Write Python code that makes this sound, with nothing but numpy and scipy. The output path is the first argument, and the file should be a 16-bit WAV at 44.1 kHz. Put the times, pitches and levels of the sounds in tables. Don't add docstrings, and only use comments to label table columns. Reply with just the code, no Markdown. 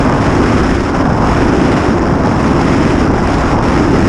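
import sys
import numpy as np
from scipy.fft import rfft, irfft, next_fast_len
from scipy.io import wavfile
from scipy.ndimage import uniform_filter1d, minimum_filter1d, map_coordinates

SR = 44100
rng = np.random.default_rng(int(sys.argv[2]) if len(sys.argv) > 2 else 0)


def wav_record(signal):
    frames = np.transpose(np.atleast_2d(signal))
    bounded = np.clip(frames, -1, 1)
    quanta = np.round(bounded * 32767).astype(np.int16)
    wavfile.write(sys.argv[1], SR, quanta)


N = 180280


def buffeting():
    # (frequency [Hz], relative level [dB])
    buffet_spectrum = [(10, -19), (25, -2), (48, -0.5), (67, 5), (85, -1), (110, 2), (170, -9), (400, -64)]
    churn_spectrum = [(60, -27), (110, -11), (155, 2), (205, -2.5), (280, 1), (600, -53)]
    # (time [s], level [dB])
    buffet_ride = [(0, -17.5), (.72, -14.5), (.9, -20.5), (1.36, -14), (1.6, -19), (2.7, -18), (3.1, -16),
                   (3.6, -16), (3.72, -17.5), (4.08, -15)]
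    churn_ride = [(0, -15), (.38, -15), (.5, -21.5), (.9, -21), (1.04, -13), (1.45, -19), (1.7, -14),
                  (2.02, -18.5), (2.2, -15), (2.78, -13.5), (2.95, -18.5), (4.08, -15)]
    buffet = amp(curve(buffet_ride)) * steady(noise(buffet_spectrum), span_s=0.093)
    churn = amp(curve(churn_ride)) * steady(noise(churn_spectrum), span_s=0.13)
    return buffet + churn


def shedding(rate_hz, wander_hz, rest_db, attack_s, fade_db_per_s):
    # (start [s], hold [s], level [dB])
    spells = [(-.6, 0.33, -14.5), (0.185, 0.28, -13), (1.296, 0.51, -13.5), (2.383, 0.55, -14.5),
              (3.664, .4, -13)]
    t = np.arange(N) / SR
    level = np.full(N, amp(rest_db))
    for start, hold, db in spells:
        attack = np.clip((t - start) / attack_s, 0, 1)
        fading_s = np.maximum(0, t - start - attack_s - hold)
        level = np.maximum(level, attack * amp(db - fade_db_per_s * fading_s))
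    drone = band(rate_hz + wander_hz * wobble(5), half_width_hz=52.2)
    return level * steady(drone, span_s=0.056)


def rush(stream_db, waver_db, flutter_db, grain_db, tearing, port_follow, port_db):
    # (frequency [Hz], relative level [dB])
    roar_spectrum = [(200, -42), (400, 0), (500, 1), (640, -1), (800, -0.6), (1100, -5), (1500, -8.5),
                     (2000, -21), (3000, -33), (6000, -63)]
    hiss_spectrum = [(600, -12), (1300, 9), (1900, 9), (2800, 2), (4200, -8), (5800, -11.5), (6500, -7),
                     (8200, -15.5), (10400, -20), (11900, -39.5), (13500, -34.5), (15000, -44)]
    # (time [s], level [dB])
    roar_ride = [(0, -16), (.25, -17), (.82, -21), (1, -16.5), (2.4, -17.5), (3.6, -18), (4.08, -19)]
    hiss_db = stream_db - shelter() + waver_db * wobble(20)
    swell_db = hiss_db - hiss_db.mean()
    ragged_db = flutter_db * wobble(55) + grain_db * wobble(650)
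    bursts = steady(amp(ragged_db * np.exp(-tearing * swell_db)), span_s=0.48)
    roar = amp(curve(roar_ride)) * unit(noise(roar_spectrum) * bursts ** 0.59)
    hiss = amp(hiss_db) * unit(noise(hiss_spectrum) * bursts)
    grazing_air = noise([(2500, -27), (5200, 7.0), (6000, -1.0), (9000, -20)]) * bursts
    ring = amp(port_db + port_follow * swell_db) * unit(port(grazing_air))
    return roar + hiss + ring


def shelter(squareness=2.4):
    # (middle [s], length [s], depth [dB])
    lulls = [(0.114, 0.12, 4.5), (1.05, 0.3, 7.5), (1.523, 0.24, 2.5), (2.034, .23, 7), (2.246, 0.22, 6),
             (2.554, 0.11, 3), (3.115, 0.12, 8), (3.216, .07, 4.5), (3.584, .09, 8.5), (3.906, 0.16, 2.5)]
    t = np.arange(N) / SR
    return sum(db * np.exp(-np.abs(2 * (t - middle) / length) ** squareness)
               for middle, length, db in lulls)


def port(x):
    # (frequency [Hz], width [Hz], gain [dB])
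    modes = [(5050, 670, -0.5), (5550, 650, 4)]
    return filtered(x, lambda f: sum(amp(db) * 1j * f * width / (hz * hz - f * f + 1j * f * width)
                                     for hz, width, db in modes))


def whooshes(start_hz, sweep_hz_per_s, rise_s):
    # (start [s], fade [s], peak level [dB])
    gusts = [(-.17, 1.6, -22.5), (1, .17, -18), (1.529, 0.18, -24.5), (2.1, 0.96, -21), (3.13, .9, -19.5)]
    t = np.arange(N) / SR
    air = np.zeros(N)
    for start, fade, db in gusts:
        age = np.clip(t - start, 0, rise_s + fade)
        swell = np.interp(age, [0, rise_s, rise_s + fade], [0, 1, 0])
        air += amp(db) * swell * band(start_hz + sweep_hz_per_s * age, half_width_hz=156)
    return air


def cloth(snaps_per_s, small_db, scatter_db, decay_s):
    # (time [s], level [dB])
    sharp_snaps = [(0.965, -19), (2.029, -25), (2.102, -24), (2.121, -24), (2.43, -16), (2.6545, -17),
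                   (3.275, -19)]
    when, softness = rng.random((int(snaps_per_s * N / SR), 2)).T
    small_snaps = zip(when * N / SR, small_db - scatter_db * softness)
    t = np.arange(SR // 100) / SR
    envelope = np.zeros(N + 2 * len(t))
    for start, db in [*sharp_snaps, *small_snaps]:
        envelope[int(start * SR):][:len(t)] += amp(db) * np.exp(-t / decay_s)
    crack = noise([(400, -11), (1500, 24.5), (4000, -31), (5400, 9),
                   (7500, 4), (10400, -20), (12000, -30)])
    return envelope[:N] * crack


def amp(db):
    return 10 ** (np.asarray(db) / 20)


def unit(x):
    return x / np.sqrt(np.mean(x ** 2) + 1e-20)


def curve(points):
    times, values = np.transpose(points)
    return np.interp(np.arange(N) / SR, times, values)


def wobble(rate):
    knots = rng.standard_normal(int(N * rate / SR) + 4)
    return unit(map_coordinates(knots, [np.arange(N) * rate / SR]))


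def filtered(x, response):
    size = next_fast_len(N + 8192)
    return irfft(rfft(x, size) * response(np.fft.rfftfreq(size, 1 / SR)), size)[:N]


def coloured(x, spectrum):
    hz, db = np.transpose(spectrum)
    return filtered(x, lambda f: amp(np.interp(np.log(f + 1), np.log(hz), db, right=-np.inf)))


def noise(spectrum):
    return unit(coloured(rng.standard_normal(N), spectrum))


def band(centre_hz, half_width_hz):
    spread = [(1, 0), (half_width_hz, -1), (2 * half_width_hz, -5.5), (4 * half_width_hz, -24)]
    phase = 2 * np.pi * np.cumsum(centre_hz) / SR
    return noise(spread) * np.cos(phase) + noise(spread) * np.sin(phase)


def steady(x, span_s):
    power = np.abs(uniform_filter1d(x ** 2, int(span_s * SR) + 1))
    return x / np.sqrt(power + 1e-9)


def limited(x, ceiling_db, hold_s):
    size = int(hold_s * SR) + 1
    needed_gain = np.minimum(1, amp(ceiling_db) / (np.abs(x) + 1e-9))
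    return x * uniform_filter1d(minimum_filter1d(needed_gain, size), size)


def scene():
    air = buffeting()
    air += shedding(rate_hz=302.3, wander_hz=3.98, rest_db=-19, attack_s=0.092, fade_db_per_s=14)
    air += whooshes(start_hz=851.6, sweep_hz_per_s=380, rise_s=0.28)
    air += rush(stream_db=-24.5, waver_db=0.47, flutter_db=0.99, grain_db=2.0,
                tearing=0.079, port_follow=0.53, port_db=-37.5)
    snaps = cloth(snaps_per_s=44, small_db=-24.5, scatter_db=4, decay_s=0.0015)
    dulled_snaps = coloured(snaps, [(9000, -0.5), (14000, -24)])
    return (air + dulled_snaps)[None]


def record(dry):
    held = limited(dry[0], ceiling_db=-0.5, hold_s=0.004)
    return filtered(held, lambda f: f < 15000)[None]


dry = scene()
out = record(dry)
wav_record(out)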